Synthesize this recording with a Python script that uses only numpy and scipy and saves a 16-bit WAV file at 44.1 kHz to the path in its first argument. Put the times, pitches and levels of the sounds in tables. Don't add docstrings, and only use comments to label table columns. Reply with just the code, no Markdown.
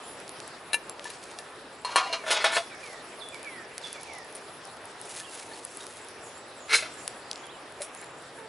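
import sys
import numpy as np
from scipy import signal
from scipy.io import wavfile

SR = 44100
rng = np.random.default_rng(int(sys.argv[2]) if len(sys.argv) > 2 else 0)


def master_out(mix):
    frames = np.transpose(np.atleast_2d(mix))
    ceiling = np.clip(frames, -1, 1)
    pcm = np.round(ceiling * 32767).astype(np.int16)
    wavfile.write(sys.argv[1], SR, pcm)


def invert_db(level):
    return 10 ** (np.asarray(level, dtype=float) / 20)


N = 373968
t = np.arange(N) / SR


def rms_one(x):
    return x / np.sqrt(np.mean(x ** 2) + 1e-20)


def at_hz(points, hz):
    point_hz, point_db = np.transpose(points)
    return np.interp(np.log(hz), np.log(point_hz), point_db)


def band(x, low_hz, high_hz):
    sos = signal.butter(2, [low_hz, min(high_hz, .45 * SR)], "band", fs=SR, output="sos")
    return signal.sosfilt(sos, x + 1e-18)


def panned(x, pan_db):
    return x * invert_db(np.array([[.5], [-.5]]) * pan_db)


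def drift(rate):
    r = np.exp(-80 * np.pi * rate / SR)
    slow = signal.lfilter([1], [1, -2 * r, r * r], rng.standard_normal(N // 40 + 2002))
    slow = slow[2000:]
    return np.interp(np.arange(N) / 40, np.arange(len(slow)), rms_one(slow))


def wander(size, spread_db):
    step = 1300
    knots = rng.standard_normal(size // step + 2)
    return invert_db(spread_db * np.interp(np.arange(size) / step, np.arange(len(knots)), knots))


def grains(per_s, spread_db):
    born = np.flatnonzero(rng.random(len(per_s)) < per_s / SR)
    size_db = spread_db * np.minimum(rng.exponential(1, len(born)), 5)
    out = np.zeros(len(per_s))
    out[born] = invert_db(size_db) * rng.choice([-1, 1], len(born))
    return rms_one(out)


def swells(time, rows):
    s, peak_db, rise_s, fall_s, part_db = np.transpose(rows)[..., None]
    u = time[::16]
    below_db = 20 * np.maximum((s - u) / rise_s, (u - s) / fall_s)
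    gain = invert_db(np.maximum(peak_db - below_db, -200))
    part = gain * invert_db(part_db)
    return np.interp(time, u, gain.sum(axis=0)), np.interp(time, u, part.sum(axis=0))


def banded_noise(spectrum, octaves, patchy_db):
    # f/Hz, correlation [1]
    likeness = [(60, 1), (170, 0.96), (490, 0.98), (1420, 0.77), (4060, 0.5), (11600, 0.82)]
    first_hz, last_hz = spectrum[0][0], spectrum[-1][0]
    edges = first_hz * 2 ** np.arange(0, np.log2(last_hz / first_hz) + octaves, octaves)
    out, together, white = 0, drift(9.0), rng.standard_normal((2, 2, N))
    for k, (low, high) in enumerate(zip(edges, edges[1:])):
        mid, side = band(white[k % 2], low, high)
        hz = np.sqrt(low * high)
        alike = np.clip(at_hz(likeness, hz), -1, .98)
        flicker_db = patchy_db * (0.23 * together + drift(7.0))
        stereo = np.sqrt(1 + alike) * mid + np.sqrt(1 - alike) * side * [[1], [-1]]
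        out = out + invert_db(at_hz(spectrum, hz) + flicker_db) * stereo
    return rms_one(out)


def air():
    # t/s, level/dB
    wind = [(0, 2.5), (1.8, -2.5), (2.7, 1.5), (3.2, 1.1), (6.65, -.6), (6.95, 5), (7.55, -1.1),
            (8.48, -2.1)]
    # f/Hz, level/dB
    roar_spectrum = [(30, -22), (60, -17), (125, -7.5), (200, -9.5), (320, -3.5), (450, -0.5), (800, -2.5),
                     (1600, -6.5), (3000, -14), (4500, -21)]
    # f/Hz, level/dB
    hiss_spectrum = [(2500, -5), (3500, -1), (5000, -1.5), (5800, -2.5), (6400, -10.5), (7200, -1.5),
                     (8500, -2), (10000, -11.5), (11500, 9)]
    gust_db = np.interp(t, *np.transpose(wind))
    roar = invert_db(-45 + .25 * gust_db) * banded_noise(roar_spectrum, .5, patchy_db=1.54)
    hiss = invert_db(-53.3 + gust_db) * banded_noise(hiss_spectrum, .25, patchy_db=3.4)
    return roar + hiss


def whistle(note, start_s, level_db):
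    s, hz, note_db = np.transpose(note)
    u = np.arange(int(s[-1] * SR)) / SR
    phase = 2 * np.pi * np.cumsum(np.interp(u, s, hz)) / SR
    tone = invert_db(level_db + np.interp(u, s, note_db)) * np.sqrt(2) * np.sin(phase)
    return np.pad(tone, (round(start_s * SR), N))[:N]


def birds():
    # t into note/s, f/Hz, level/dB
    chip, short, slide = [(0, 5400, -18), (.01, 4400, -13), (.02, 3750, -7), (.03, 3460, 0),
                          (.05, 3440, -5), (.075, 3440, -14), (.16, 3440, -24)], [(0, 2643, -16), (.02, 2400, 5), (.05, 2240, 5), (.07, 2150, -4)], [(0, 2612, -17), (.02, 2374, -4), (.08, 2090, -10),
                                                       (.15, 1880, -9), (.22, 1720, -18), (.27, 1640, -17)]
    scoop, rise, flick = [(0, 8280, 1), (.04, 7200, 7), (.08, 6600, 4), (.14, 6950, -11)], [(0, 7130, 1), (.03, 7600, -6), (.06, 7900, -11), (.13, 7800, -12)], [(0, 6250, -6), (.008, 7060, 9), (.02, 7500, 2.5),
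                                                       (.05, 7500, -19)]
    trill, warble = [(0, 2780, -5), (.02, 3350, -3), (.04, 2680, -7), (.055, 2800, -6), (.072, 2620, -12)], [(0, 3000, -9), (.05, 3000, -20), (.07, 3400, -4), (.09, 3300, -11),
                                    (.11, 2950, -8), (.13, 3600, -3), (.14, 4100, -4), (.15, 3200, -5),
                                    (.19, 2850, -10)]
    # start t/s, level/dB
    phrases = [(1.93, -44.5), (2.575, -42.5), (3.192, -40), (3.815, -41.5)]
    # t/s, pitch f/Hz, level/dB
    far_call = [(8.37, 455, -74), (8.39, 464, -50), (8.43, 442, -51.5), (8.46, 442, -52), (8.48, 447, -60)]
    # (start t/s, level/dB)
    songs = [(chip, -1, [(2.575, -49), *phrases[2:]]),
             (short, -1, [(s + .118, db - 12) for s, db in phrases]),
             (slide, -0.78, [(s + .243, db) for s, db in phrases]),
             (scoop, -9.5, [(6.2, -58), (6.56, -55.5), (6.94, -57), (7.32, -59)]),
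             (rise, -3, [(6.35, -53), (6.98, -49), (7.09, -60)]),
             (flick, -10.5, [(.03, -53), (7.97, -50)]),
             (trill, 4.6, [(5.23, -51.5)]),
             (warble, 3.4, [(7.375, -53.5)])]
    direct, sent = 0, 0
    for note, direct_db, calls in songs:
        sung = sum(whistle(note, s, db) for s, db in calls)
        direct = direct + invert_db(direct_db) * sung
        sent = sent + sung
    s, hz, call_db = np.transpose(far_call)
    phase = 2 * np.pi * np.cumsum(np.interp(t, s, hz)) / SR
    stack = np.sin(phase) + 0.76 * np.sin(2 * phase) + 0.21 * np.sin(3 * phase) + 0.17 * np.sin(4 * phase)
    call = (t > s[0]) * invert_db(np.interp(t, s, call_db + 4)) * stack
    return direct * invert_db(3.5 * drift(105)) + call, sent


def wood(x):
    t60_s, first_echo_s = .65, .008
    u = np.arange(SR // 2) / SR
    tail = rng.standard_normal((2, len(u))) * invert_db(-60 * u / t60_s) * (u > first_echo_s)
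    return signal.fftconvolve(x[None], rms_one(tail) / np.sqrt(len(u)), axes=1)[:, :N]


def snaps():
    # t/s, peak level/dB, low crack level/dB, middle crack level/dB
    twig_breaks = [(0.2793, -31, -9, 0), (0.2932, -21, -12, -13), (0.3686, -40, 2, -11),
                   (0.4024, -31, 0, -7), (0.8962, -18.5, -18, -13), (0.9954, -44, 16, -10),
                   (1.0437, -26, -6, -19), (1.2396, -30, -10, -7), (1.3877, -28, -4, 3),
                   (3.3452, -28.5, -5, -18), (3.4302, -26.5, -9, -11), (3.447, -34, -3, -8),
                   (3.7806, -17, -11, -6.5), (5.1078, -31, -16, -8), (5.8675, -22, -16, -9),
                   (5.97, -31, -10, -9), (7.0784, -10, -10.5, -12), (7.3137, -20, -20, 4.5),
                   (7.3312, -36, 2, 8.5), (7.3584, -45, -5, 16.5), (7.3781, -38, -4, 0)]
    # t/s, peak level/dB
    sap_pops = [(0.2013, -29.5), (0.478, -25.5), (3.2877, -26.5), (3.8454, -31), (3.929, -16.5),
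                (4.0328, -22), (4.1355, -28), (4.1514, -31), (4.185, -24.5), (4.2467, -35), (4.3261, -33),
                (4.351, -28), (4.356, -30), (4.367, -30), (4.6533, -28), (4.8554, -27), (5.0145, -19.5),
                (5.2963, -31), (5.6505, -17), (5.772, -21), (6.0475, -32), (6.086, -24.5), (7.4677, -32),
                (7.723, -33.5), (7.9494, -21), (8.0147, -26), (8.0436, -31), (3.3954, -35), (3.8154, -35),
                (3.875, -36), (4.7698, -35), (5.0545, -30), (5.1637, -24), (5.195, -32), (5.595, -34),
                (5.6691, -32), (5.938, -32), (6.38, -34), (6.94, -33)]
    rows = list(twig_breaks)
    for s, db in sap_pops:
        body_db = -32.5 - .55 * db
        rows.append((s, db, body_db, body_db))
    out, size = np.zeros((2, N)), 600
    fade = np.exp(-np.arange(size) / SR / .001)
    for (s, peak_db, low_db, middle_db), noise in zip(rows, rng.standard_normal((len(rows), size))):
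        burst = .2 * noise * fade
        burst[0] += 1.9
        crack = band(band(burst, 10080, 14000), 7700, 13000)
        crack += invert_db(middle_db - 1.0) * band(burst, 3160, 6100)
        crack += invert_db(low_db + 0.5) * band(burst, 1130, 4600)
        i = round(s * SR)
        pan_db = 1.1 + 3.5 * noise[-1]
        out[:, i:i + size] += panned(invert_db(peak_db + 12) * crack, pan_db)
    faint = grains(np.full(N, 40), spread_db=4)
    return out + invert_db(-61) * band(faint, 8500, 13000)


def ring(clicks, hz, t60):
    r, w = invert_db(-60 / (t60 * SR)), 2 * np.pi * hz / SR
    return signal.lfilter([0, np.sin(w)], [1, -2 * r * np.cos(w), r * r], clicks + 1e-18)


def boom(clicks, time, t60):
    # t/s, f/Hz
    hollow_pitch = [(.7, 940), (1.85, 1010), (1.94, 970), (1.98, 713), (2.07, 788), (2.13, 682), (2.3, 640),
                    (2.6, 676.6), (6.73, 451), (6.8, 495), (6.82, 634), (7.8, 580)]
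    hz = np.interp(time, *np.transpose(hollow_pitch))
    turn = np.exp(2j * np.pi * np.cumsum(hz) / SR)
    decay = invert_db(-60 / (t60 * SR))
    return np.imag(turn * signal.lfilter([1], [1, -decay], clicks / turn + 1e-18))


def crowd(clicks, t60):
    u = np.arange(SR // 10) / SR
    shapes = rng.standard_normal((3, len(u))) * invert_db(-60 * u / t60)
    shapes /= np.linalg.norm(shapes)
    size = len(clicks)
    return sum(signal.oaconvolve(clicks * wander(size, 5), shape)[:size] for shape in shapes)


def steel(modes, blows, grind=None, edge=None, blur_db=-3, low_hz=700):
    colour_hz = [1500, 4000, 9000]
    blows = np.array(blows)
    at = np.round(blows[:, 0] * SR).astype(int)
    luck_db = rng.normal(0, 1.8, (len(blows), len(modes)))
    heard = slice(at[0] - 500, at[-1] + SR // 3)
    time, at = t[heard], at - heard.start
    rub = np.zeros((4, len(time)))
    if grind is not None:
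        push, hollow = swells(time, grind)
        rasp = grains(5000 * wander(len(time), 2), spread_db=2.4)
        bright, middle = swells(time, edge)
        rub = np.array([hollow, push, middle, bright]) * invert_db([[0.5], [-4], [-12], [-10.5]]) * rasp

    ticks = np.zeros(len(time))
    ticks[at] = invert_db(blows[:, 4])
    rasping = invert_db(5) * band(rub[1], low_hz, 3560)
    rasping -= invert_db(1.5) * band(rub[2], 3000, 6900)
    rasping += invert_db(4.0) * band(rub[3], 6900, 16000)
    blur = crowd(rasping + invert_db(12.5) * band(ticks, 1360, 9100), t60=0.06)
    out = invert_db(-6.5) * rasping + invert_db(blur_db) * blur
    out += invert_db(-4) * band(ticks, 800, 12000)

    for k, (hz, mode_db, t60) in enumerate(modes):
        colour_db = [np.interp(np.log(hz), np.log(colour_hz), blow[2:]) for blow in blows]
        rubbed = rub[1 + int(hz > 3000) + int(hz > 7000)]
        clicks = invert_db(-31) * rubbed * wander(len(time), 4)
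        clicks[at] += invert_db(colour_db + luck_db[:, k] - 8)
        out += invert_db(mode_db) * ring(clicks, hz, np.clip(t60, .02, .45))

    puffs = invert_db(-36) * rub[0]
    puffs[at] += invert_db(blows[:, 1])
    out += boom(puffs, time, t60=0.1)
    no_bass = signal.butter(4, 380, "high", fs=SR, output="sos")
    whole = np.zeros(N)
    whole[heard] = signal.sosfilt(no_bass, out)
    return whole


def set_down_cup():
    # f/Hz, level/dB, t60/s
    cup_modes = [(897, -24, 0.071), (1750, -4, 0.097), (2374, -10.5, 0.096), (2756, 0, 0.045),
                 (3920, -11.5, 0.04), (4037, -10.5, 0.056), (4800, -26, 0.043), (6379, -31, 0.092),
                 (8460, -21, 0.072), (9030, -15, .1), (10280, -8, 0.05), (10920, -10, 0.072)]
    # t/s, boom level/dB, strength/dB near 1500, 4000 and 9000 Hz
    cup_blows = [
        (0.732, -40.5, -16.5, -9, -9.5),
        (0.743, -31, -11, -4.5, -11),
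        (1.055, -36, -12, -51, -33),
        (1.101, -48, -37, -26, -24),
        (1.388, -49.5, -29, -34.5, -24.5),
    ]
    return steel(cup_modes, cup_blows, blur_db=-7)


def pings():
    # t/s, f/Hz, level/dB, t60/s
    touches = [(.897, 7600, -44, .12), (4.01, 10100, -42, .06), (4.351, 9300, -36, .1),
               (5.21, 1750, -38, .06), (5.425, 2300, -42, .04), (5.515, 1750, -40, .06),
               (5.5344, 4440, -40, .06), (5.8038, 3730, -42, .15)]
    out, u = np.zeros(N + SR), np.arange(SR // 4) / SR
    for s, hz, level_db, t60 in touches:
        out[round(s * SR):][:len(u)] += invert_db(level_db - 60 * u / t60) * np.sin(2 * np.pi * hz * u)
    return out[:N]


def sizzle():
    # peak t/s, peak level/dB, 20 dB rise/s, 20 dB fall/s, dull share level/dB
    sizzle_swells = [(1.07, -51, .09, .17, 5), (1.225, -52.5, .02, .36, -1), (2.882, -53, .2, .13, 3),
                     (3.834, -53.5, .06, .55, 5), (5.12, -47, .2, .1, -4), (5.165, -41, .03, .05, -3),
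                     (5.2, -42, .04, .05, -2), (5.335, -47, .04, .15, -4), (5.41, -49, .1, .05, 0),
                     (5.555, -51, .03, .1, -2), (5.81, -49, .02, .06, -1), (4.355, -48, .01, .06, -4),
                     (5.898, -51, .9, .4, -4), (7.82, -34, .016, .048, -10), (7.978, -57, .03, .3, -6)]
    bright, dull = swells(t, sizzle_swells)
    cracks = grains(2500 * invert_db(4 * drift(40)), spread_db=2.6)
    out = invert_db(8.0) * band(bright * cracks, 9300, 12800)
    out -= invert_db(-1.5) * band(bright * cracks, 6300, 9300)
    return out + invert_db(8) * band(dull * cracks, 1300, 6000)


def fit_lid():
    # f/Hz, level/dB, t60/s
    lid_modes = [(991, -10, .2), (1034, -14, .3), (1109, -3, .13), (1206, -13, .25), (1290, -14, .2),
                 (1416, -11, .22), (1606, -7, .07), (1755, -7, .08), (1930, -12, .12), (2345, -10, .08),
                 (2767, -9, .08), (2902, -10, .13), (3225, -15, .15), (3730, -17, .12), (4064, -12, .12),
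                 (4240, -1, .11), (4620, -19, .08), (4970, -20, .15), (5905, -20, .25), (6910, -24, .2),
                 (7634, -32, .2), (8600, -13, .08), (9470, -21, .13), (10245, -16, .08), (10960, -17, .06)]
    # t/s, boom level/dB, strength/dB near 1500, 4000 and 9000 Hz
    lid_blows = [
        (1.848, -25.5, -26.5, -21, -18.5),
        (1.9082, -34, -36, -32, -34),
        (1.959, -29, -5, -12, -3),
        (2.128, -27.5, -30, -13, -20.5),
    ]
    # peak t/s, peak level/dB, 20 dB rise/s, 20 dB fall/s, hollow part level/dB
    lid_grind = [(1.852, -33, .004, .4, 0), (1.962, -19, .005, .11, -1), (2.11, -42, .2, .03, 18),
                 (2.136, -21, .016, .04, 0), (1.925, -37, .06, .1, 6)]
    # peak t/s, peak level/dB, 20 dB rise/s, 20 dB fall/s, middle part level/dB
    lid_rasp = [(1.852, -39, .004, .3, 8), (1.92, -41, .05, .1, 9), (1.962, -24, .004, .05, 6),
                (2.01, -39, .03, .3, 7), (2.132, -33, .01, .06, 10.5)]
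    return steel(lid_modes, lid_blows, lid_grind, lid_rasp, blur_db=-8.5)


def seat_lid():
    # f/Hz, level/dB, t60/s
    seated_modes = [(990, -10, .08), (1114, -8, .06), (1460, -4, .06), (1590, -10, .07), (1754, 0, .07),
                    (2060, -11, .06), (2305, -13, .08), (2575, -10, .06), (2767, -12, .1), (3170, -14, .1),
                    (3270, -12, .1), (3410, -19, .3), (3895, -13, .1), (4190, -12, .08), (4264, -10, .1),
                    (4667, -13, .1), (5087, -11, .08), (5410, -14, .1), (5620, -15, .1), (5890, -13, .09),
                    (6510, -17, .06), (7600, -19, .12), (8010, -18, .15), (8340, -16, .1), (8550, -16, .15),
                    (8900, -16, .1), (9210, -15, .08), (9980, -13, .07), (10280, -15, .09),
                    (10980, -15, .09)]
    # t/s, boom level/dB, strength/dB near 1500, 4000 and 9000 Hz
    seated_blows = [(2.2393, -33, -27, -42, -45), (2.2657, -35, -22, -35, -32),
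                    (2.2797, -36, -20, -32, -30), (2.3062, -21, -14, -16, -16), (2.316, -28, -18, -18, -22),
                    (2.366, -36, -23, -28, -38), (2.4194, -34, -26, -32, -34),
                    (2.4428, -25.5, -8, -18, -16), (2.5197, -45, -24, -34, -28),
                    (2.5292, -45, -20, -32, -28), (2.5576, -40, -20, -26, -22),
                    (2.5666, -25, -13, -19, -28)]
    # peak t/s, peak level/dB, 20 dB rise/s, 20 dB fall/s, hollow part level/dB
    seated_grind = [(2.27, -30, .015, .1, 3), (2.295, -27, .03, .03, 5), (2.311, -18, .012, .06, 0),
                    (2.33, -23, .03, .03, 5), (2.365, -29, .03, .09, 2), (2.42, -28, .08, .03, 4),
                    (2.446, -13, .006, .055, 3), (2.545, -23, .11, .06, -10), (2.568, -17, .008, .045, 6)]
    # peak t/s, peak level/dB, 20 dB rise/s, 20 dB fall/s, middle part level/dB
    seated_rasp = [(2.285, -27, .04, .06, -1), (2.309, -17, .008, .05, 3), (2.33, -24, .03, .025, 6),
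                   (2.365, -39, .02, .04, 11), (2.425, -32, .05, .03, 6), (2.443, -19, .004, .06, 4),
                   (2.53, -25, .025, .1, -4), (2.555, -23, .03, .05, -3), (2.568, -30, .004, .05, 9)]
    return steel(seated_modes, seated_blows, seated_grind, seated_rasp)


def flip_ring():
    # f/Hz, level/dB, t60/s
    shut_modes = [(1430, -12, .12), (1575, -8, .08), (1710, -6, .07), (1885, -11, .06), (2090, -6, .07),
                  (2250, 0, .06), (2420, -7, .05), (2570, -8, .07), (2760, -13, .18), (3580, -21, .35),
                  (3935, -10, .06), (4030, -5, .06), (4105, -1, .08), (4285, -11, .06), (4640, -21, .35),
                  (5114, -11, .06), (5570, -14, .26), (5825, -19, .25), (6600, -15, .08), (7935, -18, .15),
                  (8890, -14, .06), (9400, -12, .1), (10960, -7, .13)]
    # t/s, boom level/dB, strength/dB near 1500, 4000 and 9000 Hz
    shut_blows = [(6.695, -43, -30, -32, -32), (6.7083, -45, -24, -24, -28), (6.7217, -36, -17, -26, -30),
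                  (6.731, -36, -20, -12, -18), (6.7357, -36, -13, -17, -24), (6.751, -34, -13, -18, -18),
                  (6.785, -45, -21, -36, -23), (6.825, -33, -22.5, -37, -29),
                  (7.805, -29, -36.5, -47.5, -49.5), (7.819, -63, -38, -37, -18),
                  (8.026, -57.5, -33, -40.5, -44.5)]
    # peak t/s, peak level/dB, 20 dB rise/s, 20 dB fall/s, hollow part level/dB
    ring_grind = [(6.7, -30, .012, .1, -12), (6.722, -21, .04, .03, -18), (6.745, -14, .03, .022, -22),
                  (6.79, -26, .015, .03, -20), (6.83, -33, .02, .1, -10)]
    # peak t/s, peak level/dB, 20 dB rise/s, 20 dB fall/s, middle part level/dB
    ring_rasp = [(6.712, -25, .025, .06, 5), (6.738, -16, .015, .05, 5), (6.757, -16, .02, .02, 4),
                 (6.78, -31, .02, .12, 4)]
    return steel(shut_modes, shut_blows, ring_grind, ring_rasp, blur_db=-6, low_hz=1230)


def scene():
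    song, sent = birds()
    fire = snaps()
    cup, lid, shut = set_down_cup(), fit_lid() + seat_lid(), flip_ring()
    near = fire + panned(cup, 3.8) + panned(lid, .9) + panned(shut + pings(), 1.0) + panned(sizzle(), -.3)
    echoes = wood(invert_db(-24) * (cup + lid + shut + fire.mean(axis=0)) + invert_db(-4.5) * sent)
    return near + panned(song, -7) + echoes + air()


def band_limit(x):
    return signal.sosfilt(signal.butter(12, 11500, fs=SR, output="sos"), x)


def record(dry):
    top_cut = signal.ellip(6, .3, 15, 10990, fs=SR, output="sos")
    mix = signal.sosfiltfilt(top_cut, dry)
    return band_limit(mix)


dry = scene()
out = record(dry)
master_out(out)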